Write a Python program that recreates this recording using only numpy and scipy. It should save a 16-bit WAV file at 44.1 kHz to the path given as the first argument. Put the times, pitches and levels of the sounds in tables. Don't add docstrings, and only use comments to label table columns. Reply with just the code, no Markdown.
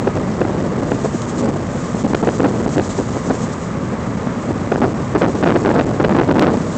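import sys
import numpy as np
from scipy import signal
from scipy.fft import rfft, irfft, next_fast_len
from scipy.io import wavfile

SR = 44100
rng = np.random.default_rng(int(sys.argv[2]) if len(sys.argv) > 2 else 0)


def undo_db(level):
    steps = np.asarray(level, float) / 20
    return 10 ** steps


def master(y):
    cut = np.clip(np.atleast_2d(y).T, -1, 1)
    pcm = np.round(cut * 32767)
    wavfile.write(sys.argv[1], SR, pcm.astype(np.int16))


N = 298557
RAIL = 0.48

# start [t/s], length [t/s]
STALLS = [(0.8114, 0.0042), (1.5098, 0.004), (1.5163, 0.005), (2.0311, 0.0072), (2.0695, 0.0057),
          (2.1389, 0.0075), (2.1608, 0.005), (2.2215, 0.0052), (2.2918, 0.0047), (2.3766, 0.0045),
          (2.3931, 0.0042), (2.6844, 0.0047), (2.7832, 0.004), (2.8864, 0.0045), (4.7544, 0.0045),
          (4.7607, 0.006), (4.7968, 0.0052), (4.8106, 0.0057), (4.935, 0.005), (5.2346, 0.0045),
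          (5.4219, 0.0047), (5.849, 0.0072), (6.0328, 0.0045), (6.0857, 0.005), (6.2999, 0.0057),
          (6.3286, 0.0075), (6.3746, 0.006), (6.5656, 0.0045)]
# start [t/s], length [t/s], extra strength [level/dB], whip steepness [level/dB]
BUFFETS = [(0.0724, 0.0088, 4.5, -13.5), (0.417, 0.0055, 2.5, -14.5), (0.9194, 0.0084, 3.5, -15),
           (2.0328, 0.039, 0.5, -17.5), (2.1344, 0.0019, 5, -9.5), (2.229, 0.014, -1, -13.5),
           (2.273, 0.019, 4, -14.5), (2.3979, .025, 0, -16), (2.434, 0.03, 5, -11.5),
           (2.6613, 0.0062, 4.5, -13.5), (2.769, 0.029, 11.5, -19.5), (3.3006, .014, 4, -12.5),
           (4.7185, .006, 3.5, -11.5), (4.8184, 0.036, 7.5, -10.5), (5.1508, 0.02, 10.5, -11),
           (5.2143, 0.055, 7.5, -8.5), (5.4275, 0.099, 8, -7), (5.562, 0.006, 17.5, -9),
           (5.65, .066, 1, -9.5), (5.7524, 0.05, 7, -10.5), (5.9993, 0.015, 5, -9.5),
           (6.0414, 0.013, 8, -6.5), (6.0949, 0.032, 3.5, -9), (6.1483, 0.087, 8, -9),
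           (6.2885, 0.038, 1.5, -12), (6.3567, 0.032, 4.5, -9.5), (6.417, 0.034, 3, -8),
           (6.463, 0.043, 2, -10.5)]


def evened(x):
    return x / np.sqrt(np.mean(x ** 2) + 1e-20)


def along(rows):
    s, value = np.transpose(rows)
    return np.interp(np.arange(N) / SR, s, value)


def bumps(rows):
    return sum(along([(s - half, 0), (s, db), (s + half, 0)]) for s, half, db in rows)


def add(mix, s, sound):
    part = mix[max(round(s * SR), 0):][:len(sound)]
    part += sound[:len(part)]


def noise(spectrum):
    f, db = np.transpose(spectrum)
    size = next_fast_len(N)
    hz = np.fft.rfftfreq(size, 1 / SR)
    colour = undo_db(np.interp(np.log(hz + 1), np.log(f), db))
    white = rng.standard_normal(size)
    return evened(irfft(rfft(white) * colour, size)[:N])


def flicker(hz):
    return noise([(hz / 10, 0), (hz, 0), (hz * 2, -40)])


def road():
    # [f/Hz], density [level/dB]
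    roar = [(20, -4), (60, 0.5), (110, 0.5), (250, -6), (310, -21), (560, -18), (750, -25), (1200, -22),
            (1400, -29.5), (2000, -32), (2500, -40), (4000, -50.5), (9000, -57.5)]
    level_db = -14.5 + 0.43 * flicker(8.5) + 0.61 * flicker(79)
    return undo_db(level_db) * noise(roar)


def fabric():
    # [t/s], rustle [level/dB]
    rustle = [(0.0, -48), (0.8, -49), (1.0, -43.5), (1.4, -41), (1.55, -48), (2.0, -41.5), (2.5, -42.5),
              (2.9, -40.5), (3.5, -42.5), (3.75, -49.5), (5.1, -46.5), (5.6, -44.5), (6.4, -47),
              (6.77, -40.5)]
    # peak [t/s], half length [t/s], change [level/dB]
    flaps = [(0.2, .1, 1), (0.92, 0.093, 5), (1.05, .03, 7), (1.17, 0.055, 3.5), (1.3, 0.024, 8),
             (1.33, 0.035, -5), (1.39, .04, 6), (1.81, 0.13, 4), (2.01, 0.054, 4.5), (2.07, .03, -2),
             (2.17, .05, -1), (2.36, 0.15, 3.5), (2.41, 0.026, -5), (2.75, .06, 7), (2.85, 0.023, 8),
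             (2.91, .03, 8), (2.98, .03, 6), (3.28, 0.075, 2.5), (3.36, 0.024, 4), (3.43, 0.046, 7.5),
             (3.53, 0.018, 5), (3.64, 0.052, 5.5), (4.43, .06, 4), (5.2, 0.046, 7), (5.32, 0.05, 4),
             (5.38, 0.036, 2), (5.52, 0.053, -4), (5.62, .05, 5)]
    # [f/Hz], density [level/dB]
    cloth = [(1500, -23), (3000, -0.5), (5000, -0.5), (7000, 7), (8200, 4), (10000, -2.5)]
    # start [t/s], peak [level/dB], ring [t/s]
    snaps = [
        (1.2193, -29.5, 0.014),
        (1.296, -46, 0.027),
        (1.3814, -36, 0.03),
        (2.593, -40.5, 0.025),
    ]
    level_db = along(rustle) + bumps(flaps) + 3.0
    grain_db = 1.2 * flicker(30) + 0.5 * flicker(200)
    out = undo_db(level_db + grain_db) * noise(cloth)
    crack = noise(cloth[1:])
    t = np.arange(3000) / SR
    for s, db, ring in snaps:
        decay = undo_db(db + 7.0 - 60 * t / ring)
        add(out, s, decay * crack[round(s * SR):][:3000])
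    return out


def draught():
    # [t/s], eddy strength [level/dB]
    gusts = [(0.0, -21), (0.5, -21), (0.95, -20.5), (1.2, -26.5), (1.47, -19), (1.95, -25), (2.25, -22),
             (2.6, -19), (2.9, -25), (3.3, -22), (3.5, -25), (4.4, -24), (4.75, -20.5), (5.1, -23.5),
             (5.7, -18.5), (5.95, -17.5), (6.2, -14.5), (6.77, -23)]
    # peak [t/s], half length [t/s], change [level/dB]
    surges = [(0.11, 0.026, -7), (0.17, 0.033, 5.5), (0.52, .05, 3.5), (0.63, 0.035, 3.5),
              (1.05, 0.015, 11), (1.09, 0.028, -15), (1.15, 0.017, 7.5), (1.47, 0.026, 2.5),
              (2.09, .03, 1.5), (2.32, 0.057, -4), (3.0, 0.027, 7), (3.17, 0.072, 3.5), (3.22, 0.037, -12),
              (4.27, 0.014, 6), (4.5, 0.052, 1.5), (5.2, 0.014, -8), (5.35, .02, 3.5), (5.38, 0.039, -2),
              (5.6, 0.037, -5), (5.98, 0.048, -10), (6.26, 0.017, -15), (6.55, 0.031, 5.5)]
    rise_s, fall_s = 0.015, 0.04
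    plateaus = [along([(s - rise_s, 0), (s, db), (s + length, db), (s + length + fall_s, 0)])
                for s, length, db, _ in BUFFETS]
    return along(gusts) + bumps(surges) + np.max(plateaus, axis=0)


def eddies():
    # [f/Hz], density [level/dB]
    heave_colour = [(15, 0.5), (50, 1.5), (120, 5), (250, -8.5), (500, -29), (1000, -73)]
    # [f/Hz], density [level/dB]
    swirl_colour = [(60, -20), (150, 2), (300, 0), (500, -5), (900, -18), (1800, -35), (4000, -81.5)]
    heave_top_db, swirl_top_db = 7, 3.5
    strength_db = draught() + 20
    lumps_db = 3 * flicker(40)
    heave_db = -12.5 + 1.5 * np.minimum(strength_db, heave_top_db) + 0.4 * lumps_db
    swirl_db = -19 + 1.82 * np.minimum(strength_db, swirl_top_db) + 1.05 * lumps_db
    return undo_db(heave_db) * noise(heave_colour) + undo_db(swirl_db) * noise(swirl_colour)


def slams():
    # flip [t/s], peak [level/dB], swirl [f/Hz]
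    bursts = [(0.078, -13.5, 285), (0.415, -4, 440), (0.451, -2, 314), (0.919, 4, 413), (1.059, -9, 450),
              (1.147, -9, 276), (1.946, -3.5, 211), (2.109, -7, 253), (2.146, 8, 186), (2.239, -2, 363),
              (2.27, -9, 277), (2.394, -9, 363), (2.797, 7, 204), (2.988, -8, 382), (3.289, -5.5, 209),
              (4.271, 0.5, 204), (4.509, -7.5, 336), (4.723, 2, 824), (4.817, 2, 282), (5.217, 7, 495),
              (5.426, -32, 387), (5.554, -2, 320), (5.642, -12, 270), (5.797, -1, 650), (6.036, -7, 280),
              (6.187, 5, 319), (6.276, 0.5, 217), (6.36, -4, 453), (6.42, 3.5, 810), (6.465, -8, 329)]
    out = np.zeros(N)
    t = np.arange(-300, 1500) / SR
    shape = np.exp(-abs(t) / np.where(t < 0, 0.0015, 0.0022))
    chance = rng.random((len(bursts), 2))
    for (s, db, hz), (side, sag) in zip(bursts, chance):
        swing = np.sin(2 * np.pi * hz * t * (1 - 8 * sag * t))
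        add(out, s + 0.0008 + t[0], undo_db(db + 6.0) * np.sign(side - 0.5) * shape * swing)
    return out


def stalls(air):
    out = air.copy()
    brief_count = 42
    when, long = rng.random((brief_count, 2)).T
    brief_start = 0.1 + when * (N / SR - 0.2)
    brief_length = np.interp(long, (0, 1), (0.0027, 0.0037))
    for s, length in STALLS + list(zip(brief_start, brief_length)):
        t = np.arange(-0.002, length + 0.0005, 1 / SR)
        swell, release = (t + 0.002) / 0.0035, (length + 0.0005 - t) / 0.002
        ramp = np.clip(np.minimum(swell, release), 0, 1)
        grip = np.sin(np.pi / 2 * ramp) ** 2
        here = out[round((s + t[0]) * SR):][:len(t)]
        add(out, s + t[0], grip * (1.3 * RAIL * np.sign(here[40]) - here))
    return out


def whip_train():
    # [t/s], steepness [level/dB]
    whips = [(0.0765, -8.3), (0.4171, -7.7), (0.9194, -6.5), (2.1497, 1.8), (2.1508, -4.9), (2.2748, -6.4),
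             (2.2906, -5.6), (2.4051, -7.5), (2.4468, -5.9), (2.7818, -2.7), (2.7977, -5.6), (4.7223, -6.3),
             (4.7233, -8), (4.7598, -9), (5.2207, -4.2), (5.2218, -3.9), (5.437, -3.8), (5.4757, -4.0),
             (5.5599, -5.0), (5.6614, -3.5), (5.7943, -3.3), (5.8118, -4.5), (6.0472, -4.2), (6.0483, -2.9),
             (6.199, -4.8), (6.3134, -3.2), (6.3942, -7), (6.4237, 1.3), (6.4248, -0.4), (6.4693, -2.4)]
    wind_up_s, wind_up_db = 0.0009, -9
    gap_s, gap_growth, spread_db = 0.0012, 0.045, 2.5
    steepest = np.transpose(whips)[0]
    lone = steepest[np.diff(steepest, prepend=0) > 2 * wind_up_s]
    rows = whips + [(s - wind_up_s, wind_up_db) for s in lone]
    busy = STALLS + [(s - 2 * wind_up_s, 3 * wind_up_s) for s in steepest]
    chance = rng.random((len(BUFFETS), 2, 24))
    for (s, length, _, steep_db), (wait, size) in zip(BUFFETS, chance):
        gaps = 0.0008 - (gap_s / 2 + gap_growth * length) * np.log(wait)
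        after = np.cumsum(gaps) - gaps[0]
        for a, z in zip(after, size):
            taken = any(0 < s + a - start < span for start, span in busy)
            if a < length and not taken:
                rows.append((s + a, steep_db + spread_db * (2 * z - 1)))
    return sorted(rows)


def flips(air):
    out = air.copy()
    t = np.arange(-200, 201) / SR
    hold_s = 0.0028
    for s, db in whip_train():
        slope = undo_db(db + 2.5) * SR / 6
        lead = RAIL / slope + 0.0003
        grip = np.exp(-(t / np.where(t < 0, lead, lead + hold_s)) ** 4)
        here = out[round((s + t[0]) * SR):][:len(t)]
        side = -np.sign(here[200 - round(lead * SR)])
        whip = side * np.clip(slope * t, -1.2 * RAIL, 1.2 * RAIL)
        add(out, s + t[0], grip * (whip - here))
    return out


def scene():
    air = stalls(road() + eddies() + slams())
    return (flips(air) + fabric())[None]


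def roll_off(x):
    return signal.sosfilt(signal.butter(12, 16000, fs=SR, output="sos"), x)


def record(dry):
    cut_hz, cut_q = 210, 0.6
    bass_leak = 0.27
    knee, ceiling = 0.55, 0.712
    railed = np.clip(dry, -RAIL, RAIL)
    railed = railed + undo_db(-54) * noise([(500, -18), (3000, 10.0), (9000, -4.5)])
    add(railed[0], 6.3954 - 4 / SR, undo_db(6.0) * np.hanning(9))
    w = 2 * np.pi * cut_hz
    b, a = signal.bilinear([1, bass_leak * w, 0], [1, w / cut_q, w * w], SR)
    cut = signal.lfilter(b, a, railed)
    over = np.maximum(abs(cut) - knee, 0) / (1.1 * ceiling - knee)
    rounded = np.minimum(abs(cut), knee) + (1.07 * ceiling - knee) * np.tanh(over)
    knocks = np.sign(cut) * rounded
    edge = signal.firwin(101, 8160, window=("kaiser", 9), fs=SR)
    limited = signal.oaconvolve(knocks, edge[None], "same")
    out = np.clip(limited, -ceiling, ceiling)
    return roll_off(out)


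dry = scene()
out = record(dry)
master(out)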